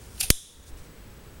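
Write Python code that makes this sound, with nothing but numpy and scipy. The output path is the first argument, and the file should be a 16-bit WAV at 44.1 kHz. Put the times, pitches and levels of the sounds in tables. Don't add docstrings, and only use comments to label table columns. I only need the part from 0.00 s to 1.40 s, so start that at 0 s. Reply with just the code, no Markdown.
import sys
import numpy as np
from scipy import signal
from scipy.fft import rfft, irfft
from scipy.io import wavfile
from scipy.ndimage import uniform_filter1d

SR = 44100
rng = np.random.default_rng(int(sys.argv[2]) if len(sys.argv) > 2 else 0)


def materialize(psi):
    bounded = np.clip(np.atleast_2d(psi).T, -1, 1)
    quanta = np.round(bounded * 32767).astype(np.int16)
    wavfile.write(sys.argv[1], SR, quanta)


def boost(x):
    u = np.asarray(x, float) / 20
    return 10 ** u


N = 61739
T = np.arange(N) / SR
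SNAP_S = 0.3043

# pitch_hz, width_hz, level_db
WHISTLES = [(13800, 40, -74), (9000, 250, -76), (10540, 80, -80), (11800, 60, -81)]
# pitch_hz, level_db (per Hz)
HISS_COLOUR = [(12, -37), (20, 8), (356, -15.5), (421, -12.5), (644, -21.5), (1460, -23.5), (9940, -37),
               (15600, -39.5), (17000, -41)]
# pitch_hz, level_db
ROOM_COLOUR = [(1000, -21.5), (2800, -15), (3400, 0), (3880, -1), (4250, -16.5), (5500, -4.5),
               (10500, -0.5), (13000, -13), (16500, -34)]
# pitch_hz, fall_s
ROOM_FALL = [(1500, 0.53), (3500, .65), (6500, 0.56), (10000, .5), (14000, 0.27)]
# start_s, length_s, level_db
FINGER_RUBS = [
    (-.03, 0.11, -55.5),
    (0.091, 0.15, -54),
    (0.63, 0.015, -58),
    (0.663, 0.039, -51.5),
    (0.769, 0.037, -56.5),
    (0.814, 0.051, -60.5),
]
# pitch_hz, level_db
SKIN_COLOUR = [(880, -49), (1500, 0), (1660, -18), (2970, -32), (3380, -6.5), (9100, -0.5), (16000, -20.5)]
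# middle_s, length_s, level_db
HAND_BUMPS = [
    (.15, 0.026, -44),
    (.244, 0.01, -30),
    (.733, 0.025, -33),
    (.816, 0.049, -41.5),
    (.27, 0.044, -38.5),
    (.292, .012, -35.5),
]
# start_s, level_db, pitch_hz, ring_s (to fall by 30 dB)
STEEL_BLOWS = [(.180, -41, 2990, 0.0078), (0.181, -42, 4000, 0.0071), (.197, -35, 7200, .012),
               (.2062, -24, 7350, 0.0091), (0.21, -16.5, 7550, 0.0072), (.283, -38, 9250, 0.031),
               (0.3012, -15.5, 4600, 0.0023), (.3013, -33, 9600, .002), (.30265, 2, 13000, 0.00095),
               (0.3026, -2, 6200, 0.0015), (0.3034, -7, 16300, .001), (0.3038, -11, 3080, 0.0015),
               (.3035, -4.5, 4740, .002), (.30378, 0.5, 9130, 0.0022), (.3038, -6, 14650, 0.0013),
               (.30385, 2, 4285, 0.0011), (.3040, -1, 2060, 0.0018), (0.3029, -4, 7870, 0.0066),
               (0.3103, -18, 8200, 0.005), (0.313, -25, 10500, 0.0058), (.3058, -18, 10200, 0.0054),
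               (.2105, -46, 780, .025), (.2108, -19, 4600, 0.0036), (.2115, -35, 1500, 0.0097),
               (.236, -38, 770, 0.023), (.628, -48, 6800, 0.025), (.672, -51, 6800, 0.019)]
# pitch_hz, level_db, ring_s (to fall by 60 dB)
STEEL_RINGS = [(3470, -36.5, 0.51), (4550, -25, 0.013), (5553, -27, 0.05), (6940, -14, .03),
               (8500, -24, 0.094), (9040, -14, 0.027), (9730, -20, .035), (10500, -19, .03)]
# pitch_hz, level_db
RATTLE_COLOUR = [(880, -51), (1500, -32), (3700, -7), (4310, -27), (5230, -18), (9430, -21), (10200, 2),
                 (17000, -54)]
# time_s, level_db, handle_db (share of the low handle tone)
PIVOT_RUB = [
    (0.141, -60, -35),
    (0.196, -48.5, -1),
    (0.205, -22, -20.5),
    (0.2111, -20.5, 0),
    (0.2128, -24.5, 2),
    (.221, -36.5, 0.5),
    (0.232, -24.5, -6.5),
    (.262, -40.5, 0),
    (.3, -49.5, -4),
]
# pitch_hz, width_hz, level_db
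BLADE_TONES = [(4600, 1200, -4.5), (6200, 1500, -6), (8720, 1330, -3.5), (10300, 1400, -1),
               (13000, 3100, -7.5), (14600, 2000, -10.5)]
# pitch_hz, width_hz, level_db
HANDLE_TONES = [(770, 80, -15), (1500, 110, -14), (2575, 400, -3), (3670, 590, -2.5)]


def evened(x):
    return x / np.sqrt(np.mean(x ** 2) + 1e-20)


def read(points, hz):
    f, value = np.transpose(points)
    return np.interp(np.log(hz + 1), np.log(f + 1), value)


def coloured(x, points):
    hz = np.fft.rfftfreq(x.shape[-1], 1 / SR)
    return irfft(rfft(x) * boost(read(points, hz)), x.shape[-1])


def resonate(x, hz, width):
    r = np.exp(-np.pi * width / SR)
    return 2 * signal.lfilter([1 - r], [1, -r * np.exp(2j * np.pi * hz / SR)], x).real


def bump(at, length):
    return np.sin(np.pi * np.clip((T - at) / length, 0, 1)) ** 2


def whine():
    frame_hz, frame_at_s, blink_s = 29.97, 0.9075, 0.0034
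    from_frame = ((T - frame_at_s) * frame_hz + 0.5) % 1 - 0.5
    blink = np.exp(-0.5 * (from_frame / frame_hz / blink_s * 2) ** 2)
    line = boost(-67) * (1 - 0.7 * blink) * np.sin(2 * np.pi * 15734.3 * T)
    half_line = boost(-74.5) * np.sin(2 * np.pi * 7882.1 * T)
    burst = boost(-59) * blink * np.sin(2 * np.pi * 7942 * T)
    out = np.sqrt(2) * (line + half_line + burst)
    for hz, width, db in WHISTLES:
        out += boost(db) * evened(resonate(rng.standard_normal(N), hz, width))
    return out


def hiss():
    frames, hz = N // 256 + 5, np.fft.rfftfreq(1024, 1 / SR)
    a, b, patches = rng.standard_normal((frames, 513, 3)).T
    patches = uniform_filter1d(patches, 12, 0)
    patches = evened(uniform_filter1d(patches, 8, 1))
    z = (a + 1j * b) * boost(read(HISS_COLOUR, hz)[:, None] + 0.46 * patches)
    noise = signal.istft(z, nperseg=1024, noverlap=768)[1][:N]
    return boost(-46) * evened(noise)


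def room():
    taps = np.zeros(SR)
    at = np.arange(200, SR - 10, 10) + rng.integers(0, 10, (SR - 201) // 10)
    taps[at] = rng.choice([-1., 1.], len(at))
    hz, t, z = signal.stft(taps, SR, nperseg=256)
    level_db = read(ROOM_COLOUR, hz)[:, None] - 60 * t / read(ROOM_FALL, hz)[:, None]
    tail = signal.istft(z * boost(level_db), SR, nperseg=256)[1]
    return tail / np.std(tail[:2000])


def fingers():
    unevenness = evened(uniform_filter1d(rng.standard_normal(N), 120))
    grain = rng.standard_normal(N) * boost(1.2 * unevenness)
    strength = np.zeros(N)
    for s, length, db in FINGER_RUBS:
        strength += boost(db) * bump(s - 0.42 * length, 1.94 * length)
    out = evened(coloured(grain, SKIN_COLOUR)) * strength
    for k, (s, length, db) in enumerate(HAND_BUMPS, 1):
        out += (-1) ** k * boost(db) * bump(s - length / 2, length)
    return out


def jolt():
    jolt_s, fall_s, pull_s, swing_s = 0.3042, 0.0057, 0.00088, 0.015
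    u = np.maximum(T - jolt_s, 0)
    push = boost(-5.5) * (1 - np.exp(-u / 0.00015)) * np.exp(-u / fall_s)
    pull = boost(-13.5) * bump(jolt_s - 1.353 * pull_s, 1.355 * pull_s)
    swing = boost(-5) * u / swing_s * np.exp(-u / swing_s)
    return push - pull - swing


def rattle():
    u = np.maximum(T - SNAP_S, 0)
    chatter = rng.standard_normal(N) * (rng.random(N) < 0.3)
    fade = (1 - np.exp(-u / 0.000067)) * boost(-16 - 60 * u / 0.036)
    return evened(coloured(chatter, RATTLE_COLOUR)) * fade


def lock():
    out = np.zeros(N)
    for s, db, hz, ring_s in STEEL_BLOWS:
        u = np.maximum(T - s, 0)
        out += (1 - np.exp(-u / 0.00008)) * boost(db - 30 * u / ring_s) * np.sin(2 * np.pi * hz * u)
    u = np.maximum(T - SNAP_S, 0)
    rise = 1 - np.exp(-u / 0.000067)
    for (hz, db, ring_s), phase in zip(STEEL_RINGS, rng.random(len(STEEL_RINGS))):
        out += rise * boost(db - 60 * u / ring_s) * np.sin(2 * np.pi * (hz * u + phase))
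    return out + rattle()


def body(grit, tones):
    out = np.zeros(N)
    for k, (hz, width, db) in enumerate(tones):
        out += (-1) ** k * boost(db) * resonate(grit, hz, width)
    return evened(out)


def scrape():
    slips_per_s, spread_db = 11000, 4.5
    s, db, handle_db = np.transpose(PIVOT_RUB)
    strength = boost(spread_db * np.minimum(rng.exponential(1, N), 2.5))
    slips = rng.random(N) < slips_per_s / SR
    grit = strength * rng.choice([-1., 1.], N) * slips
    handle = boost(np.interp(T, s, handle_db) - 3) * body(grit, HANDLE_TONES)
    return boost(np.interp(T, s, db, -120, -120)) * (body(grit, BLADE_TONES) + handle)


def scene():
    rub, tail = scrape(), room()
    snap = np.arange(N) == round(SNAP_S * SR)
    into_room = boost(-24.5) * snap + boost(-16.5) * rub / np.linalg.norm(tail)
    echoes = signal.fftconvolve(into_room, tail)[:N]
    notch_b, notch_a = signal.iirnotch(7780, 16, SR)
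    heard = signal.lfilter(notch_b, notch_a, rub + lock() + echoes + fingers())
    return (heard + jolt() + hiss() + whine())[None]


def low_pass(x):
    return signal.sosfilt(signal.butter(12, 20000, fs=SR, output="sos"), x)


def record(dry):
    duck_s, duck_db, attack_s, hold_s, recover_s = 0.306, -12.5, 0.013, 0.11, 0.33
    down = np.clip((T - duck_s) / attack_s, 0, 1)
    back = np.clip(1 - (T - duck_s - hold_s) / recover_s, 0, 1)
    converter_noise = boost(-65.5) * rng.standard_normal(N)
    x = dry * boost(duck_db * down * back) + converter_noise
    top_cut = signal.firwin(255, 17250, window=("kaiser", 9), fs=SR)
    x = signal.oaconvolve(x, top_cut[None], "same")
    return low_pass(np.clip(x, -1, 1))


dry = scene()
out = record(dry)
materialize(out)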